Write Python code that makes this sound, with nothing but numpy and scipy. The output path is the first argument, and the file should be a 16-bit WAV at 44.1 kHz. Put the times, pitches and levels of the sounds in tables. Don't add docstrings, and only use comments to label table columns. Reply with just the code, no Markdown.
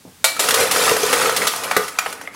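import sys
import numpy as np
from scipy import signal
from scipy.fft import rfft, irfft
from scipy.io import wavfile

SR = 44100
rng = np.random.default_rng(int(sys.argv[2]) if len(sys.argv) > 2 else 0)


def generate_wav(sig):
    pcm = np.round(np.clip(np.atleast_2d(sig).T, -1, 1) * 32767).astype(np.int16)
    wavfile.write(sys.argv[1], SR, pcm)


N = 103635
TIME = np.arange(N) / SR
AGE = TIME[:SR // 3]
TOP_HZ = 15800

def from_db(db):
    return 10 ** (np.asarray(db) / 20)

def unit_power(x):
    return x / np.sqrt(np.mean(x ** 2) + 1e-20)

def noise(colour, size):
    hz, db = np.transpose(colour)
    gain = from_db(np.interp(np.log(np.fft.rfftfreq(size, 1 / SR) + 1), np.log(hz), db))
    return unit_power(irfft(rfft(rng.standard_normal(size)) * gain, size))

def fade(fade_s):
    return from_db(-60 * AGE / fade_s)

def add(track, start, sound):
    i = int(start * SR)
    track[i:i + len(sound)] += sound[:max(N - i, 0)]

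def band(x, low_hz, high_hz):
    return signal.sosfilt(signal.butter(2, [low_hz, high_hz], "band", fs=SR, output="sos"), x)

def tones(table):
    power = sum(from_db(db) ** 2 for _, db, _ in table) / 2
    waves = [from_db(db) * np.sin(2 * np.pi * hz * AGE) * fade(fade_s) for hz, db, fade_s in table]
    return np.array(waves) / np.sqrt(power)

def strike(body):
    return (rng.choice([-1, 1], len(body)) * rng.uniform(.5, 1.5, len(body))) @ body

def ring_out(hits, table):
    out, body = np.zeros(N), tones(table)
    for start, db in hits:
        add(out, start, from_db(db) * (rng.choice([-1, 1], len(body)) @ body))
    return out

# frequency in Hz, relative level in dB.
HUSH_COLOUR = [(22, -30), (70, -1), (161, 0), (499, -10), (9220, -13), (16000, -19)]
# time in seconds, level in dB.
HUSH_LEVELS = [(0, -50), (.23, -47.5), (2.3, -57)]
def room_hush():
    return from_db(np.interp(TIME, *np.transpose(HUSH_LEVELS))) * noise(HUSH_COLOUR, N)

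# start in seconds, level in dB.
BUMPS = [(.05, -34), (.075, -35), (.909, -21), (1.7655, -24)]
# frequency in Hz, relative level in dB.
BUMP_COLOUR = [(25, -23), (150, 0), (300, -3), (750, -10), (4000, -55)]
def bumps(fade_s=.09, rise_s=.002):
    out = np.zeros(N)
    envelope = fade(fade_s) * (1 - np.exp(-AGE / rise_s))
    for start, db in BUMPS:
        add(out, start, from_db(db) * noise(BUMP_COLOUR, len(AGE)) * envelope)
    return band(out, 65, 3000)

# start in seconds, level in dB.
CLANGS = [(.2422, -15), (.3935, -33), (1.4695, -30), (2.0605, -39)]
# pitch in Hz, relative level in dB, fade time in seconds.
SCOOP_TONES = [(640, -3, .09), (880, 0, .08), (1410, -1, .22), (1911, -7.5, .39), (2309, -.5, .55),
               (3989, -7, .33), (4301, -8, .36), (7284, -3, .2), (9281, -2, .18), (11360, -8, .13)]
def scoop_clangs():
    return ring_out(CLANGS, SCOOP_TONES)

# start in seconds, pitch in Hz, level in dB.
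BOOMS = [(.2422, 535, -26), (.761, 482, -16), (.911, 436, -15.5), (1.032, 424, -17), (1.129, 490, -21),
         (1.256, 460, -19), (1.7655, 425, -15)]
def booms(fade_s=.19):
    out = np.zeros(N)
    for start, hz, db in BOOMS:
        add(out, start, from_db(db) * tones([(hz, 0, fade_s)])[0])
    return out

def cube_clink(hz, db=3, fade_s=.03):
    return from_db(db) * tones([(hz, 0, fade_s)])[0]

def cube_glints(hz, db=-1.5, fade_s=.05):
    pitches = hz + rng.uniform(1000, 10000, 5)
    return from_db(db) * tones([(pitch, 0, fade_s) for pitch in pitches]).sum(axis=0)

def steel_shimmer(count=130, db=-4, fade_s=.2):
    pitches = np.exp(rng.uniform(np.log(2600), np.log(15000), count))
    return tones(list(SCOOP_TONES[5:]) + [(hz, db, fade_s) for hz in pitches])

# start in seconds, crushing time in seconds,
# thud, clack and crack levels in dB (before each part's offset), cube pitch in Hz.
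KNOCKS = [(0.2422, 0.006, -42, -13, -7.5, 2300), (0.365, 0.001, -38, -24, -28, 1300),
          (0.3935, 0.01, -25, -19, -13, 930), (0.44, 0.005, -23, -22, -22, 710),
          (0.486, 0.004, -31, -14, -13, 1380), (0.5072, 0.003, -34, -16, -12, 1960),
          (0.541, 0.006, -25, -17, -12, 1160), (0.7112, 0.01, -26, -20, -14, 1160),
          (0.761, 0.003, -16, -14, -25, 1340), (0.878, 0.003, -29, -13, -26, 1210),
          (0.893, 0.005, -26, -15, -19, 2750), (0.911, 0.004, -14, -21, -25, 1010),
          (0.965, 0.004, -22, -18, -21, 1890), (1.032, 0.004, -15, -26, -19, 710),
          (1.128, 0.009, -18, -13, -15, 1310), (1.214, 0.004, -28, -17, -21, 1400),
          (1.256, 0.004, -18, -16, -25, 1290), (1.294, 0.003, -25, -14, -22, 1360),
          (1.363, 0.01, -43, -23, -15, 2020), (1.417, 0.004, -21, -17, -28, 2090),
          (1.4695, 0.008, -36, -18, -13, 1230), (1.536, 0.003, -42, -20, -32, 900),
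          (1.56, 0.002, -38, -27, -23, 1230), (1.635, 0.01, -33, -28, -24, 1230),
          (1.711, 0.005, -31, -13, -22, 1280), (1.765, 0.005, -14, -11, -14, 1980),
          (1.88, 0.006, -51, -28, -27, 2000), (1.9868, 0.0025, -46, -10, -14, 2420),
          (2.0598, 0.005, -30, -18, -34, 800), (2.126, 0.003, -40, -27, -27, 1460),
          (2.212, 0.004, -46, -29, -36, 1550), (2.2745, 0.0015, -52, -22, -44, 2100)]
def knocks(part, colour, body, levels_db, clink, typical_crush_s=.005):
    rise_s, fade_s, ring_db, offset_db = part[:4]
    out = np.zeros(N)
    for (start, crush_s, *_, hz), db in zip(KNOCKS, levels_db):
        stretch = np.sqrt(crush_s / typical_crush_s)
        hold_then_fade = np.interp(AGE - crush_s, AGE, fade(fade_s * stretch))
        ringing = from_db(ring_db) * stretch * strike(body)
        crunch = noise(colour, len(AGE)) * hold_then_fade
        sound = (crunch + ringing + clink(hz)) * (1 - np.exp(-AGE / rise_s))
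        onset = sound[AGE < crush_s + .003]
        add(out, start, from_db(db + offset_db) * sound / np.sqrt(np.mean(onset ** 2)))
    return out

# time in seconds, then thud, clack and crack levels in dB
JOSTLE = [(0.25, -52, -24, -15), (0.3, -52, -33, -28), (0.38, -40, -32, -36), (0.41, -29, -22, -18),
          (0.53, -25, -21, -21), (0.6, -15, -13, -14), (0.69, -29, -23, -25), (0.74, -22, -18, -17),
          (0.89, -21, -15, -16), (0.96, -26, -22, -23), (1.04, -25, -20, -20), (1.25, -20, -16, -18),
          (1.34, -26, -23, -25), (1.43, -24, -18, -22), (1.51, -39, -29, -24), (1.66, -30, -24, -30),
          (1.83, -37, -29, -28), (1.93, -48, -37, -39), (2.02, -45, -28, -35), (2.1, -37, -33, -32),
          (2.18, -47, -37, -44), (2.24, -41, -36, -40), (2.31, -47, -46, -53), (2.35, -41, -33, -35)]
def jostle(part, colour, body, levels_db, clink, kinds=40, fade_s=.02, spread_db=3.2):
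    rise_s, _, _, _, offset_db, per_s, ring_db = part[:7]
    taps = []
    for hz in np.geomspace(660, 2700, kinds):
        tap = noise(colour, len(AGE)) * fade(fade_s) + from_db(ring_db) * strike(body) + clink(hz)
        tap *= 1 - np.exp(-AGE / rise_s)
        taps.append(tap / np.linalg.norm(tap))
    times, out = np.transpose(JOSTLE)[0], np.zeros(N)
    lag, size, kind, sign = rng.random((N // 20, 4)).T
    starts = times[0] + (np.arange(len(lag)) + 2 * lag) / per_s
    strengths = unit_power(from_db(spread_db * np.minimum(-np.log(size), 2)))
    gains = strengths * np.sign(sign - .5) * np.sqrt(SR / per_s)
    gains *= from_db(np.interp(starts, times, levels_db) + offset_db)
    for start, gain, k in zip(starts[starts < TIME[-1]], gains, (kind * kinds).astype(int)):
        add(out, start, gain * taps[k])
    return out

# pitch in Hz, relative level in dB, fade time in seconds.
BUCKET_TONES = [(425, -1, .2), (460, 0, .16), (489, 0, .18), (515, 0, .24), (566, -4, .22), (717, -6, .18),
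                (1120, -3, .2), (1205, 0, .28), (1281, 1, .26), (1340, -3, .24), (1476, -3, .22),
                (1612, -6, .22), (1889, 0, .25)]
# frequency in Hz, relative level in dB.
THUD_COLOUR = [(150, -22), (340, -10), (430, 0), (500, 0), (620, -8), (1400, -35)]
CLACK_COLOUR = [(350, -22), (560, 1), (750, -1), (1000, -6), (1300, 1), (1620, -4), (1950, 0), (2400, -8),
                (3300, -11), (6000, -45)]
CRACK_COLOUR = [(1500, -14), (2700, 2), (3900, 3), (6600, -2), (9500, 0), (12500, -4.5), (16000, -8.5)]
# rise time in seconds, a typical knock's fade time in seconds and ringing in dB,
# knock offset in dB, jostle offset in dB, taps per second, their ringing in dB, low and high edge in Hz.
THUD_PART = (.001, .038, -14, -1.3, -3.6, 170, -15, 400, 590)
CLACK_PART = (.0005, .028, -15, -.9, -4.7, 560, -12.5, 450, 4500)
CRACK_PART = (.0005, .055, -20.5, -1.2, -4.1, 700, -16.5, 1600, 19000)
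def ice_clatter():
    parts = [(THUD_PART, THUD_COLOUR, tones(BUCKET_TONES[:5]), np.zeros_like),
             (CLACK_PART, CLACK_COLOUR, tones(BUCKET_TONES[5:]), cube_clink),
             (CRACK_PART, CRACK_COLOUR, steel_shimmer(), cube_glints)]
    knock_db, jostle_db = np.transpose(KNOCKS)[2:5], np.transpose(JOSTLE)[1:]
    out = np.zeros(N)
    for k, (part, colour, body, clink) in enumerate(parts):
        loud = knocks(part, colour, body, knock_db[k], clink)
        small = jostle(part, colour, body, jostle_db[k], clink)
        out += band(loud + small, *part[-2:])
    return out

# frequency in Hz, relative level in dB.
RUMBLE_COLOUR = [(25, -38), (85, -3), (150, -3), (270, 5), (600, -10), (2000, -60)]
def counter_rumble(offset_db=-23.5, follow=.6):
    times, thud_db, *_ = np.transpose(JOSTLE)
    level_db = offset_db + follow * np.interp(TIME, times, thud_db)
    return from_db(level_db) * noise(RUMBLE_COLOUR, N) * (TIME > CLANGS[0][0])

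def tinkles(per_s=70, offset_db=-9.5, fade_s=.05, low_hz=2800, high_hz=12000):
    times, *_, crack_db = np.transpose(JOSTLE)
    out = np.zeros(N)
    for k, (lag, pitch, size) in enumerate(rng.random((N // 200, 3))):
        start = times[0] + (k + lag) / per_s
        if start < TIME[-1]:
            hz = low_hz * (high_hz / low_hz) ** pitch
            gain = 2 * size * from_db(np.interp(start, times, crack_db) + offset_db)
            add(out, start, gain * tones([(hz, 0, fade_s)])[0])
    return out

# start in seconds, level in dB.
WALL_HITS = [(1.128, -26), (1.712, -22), (1.7655, -19)]
def wall_hits():
    return ring_out(WALL_HITS, BUCKET_TONES[5:])

def room_echo(x, db=-7.8, fade_s=.34, rise_s=.005):
    tail = rng.standard_normal(len(AGE)) * fade(fade_s) * (1 - np.exp(-(AGE / rise_s) ** 2))
    return from_db(db) * signal.fftconvolve(x, tail / np.linalg.norm(tail))[:N]

def scene(drier_from_s=1.93, drier_db=-1.5):
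    metal = band(scoop_clangs() + wall_hits() + booms(), 240, TOP_HZ)
    direct = ice_clatter() + counter_rumble() + tinkles() + metal + bumps()
    echo = room_echo(direct * from_db(drier_db * (TIME > drier_from_s)))
    return (direct + echo + room_hush())[None]

def record(dry, ceiling=1.3):
    rounded = ceiling * np.tanh(dry / ceiling)
    return signal.sosfilt(signal.ellip(12, .1, 80, TOP_HZ, fs=SR, output="sos"), rounded)

dry = scene()
out = record(dry)
generate_wav(out)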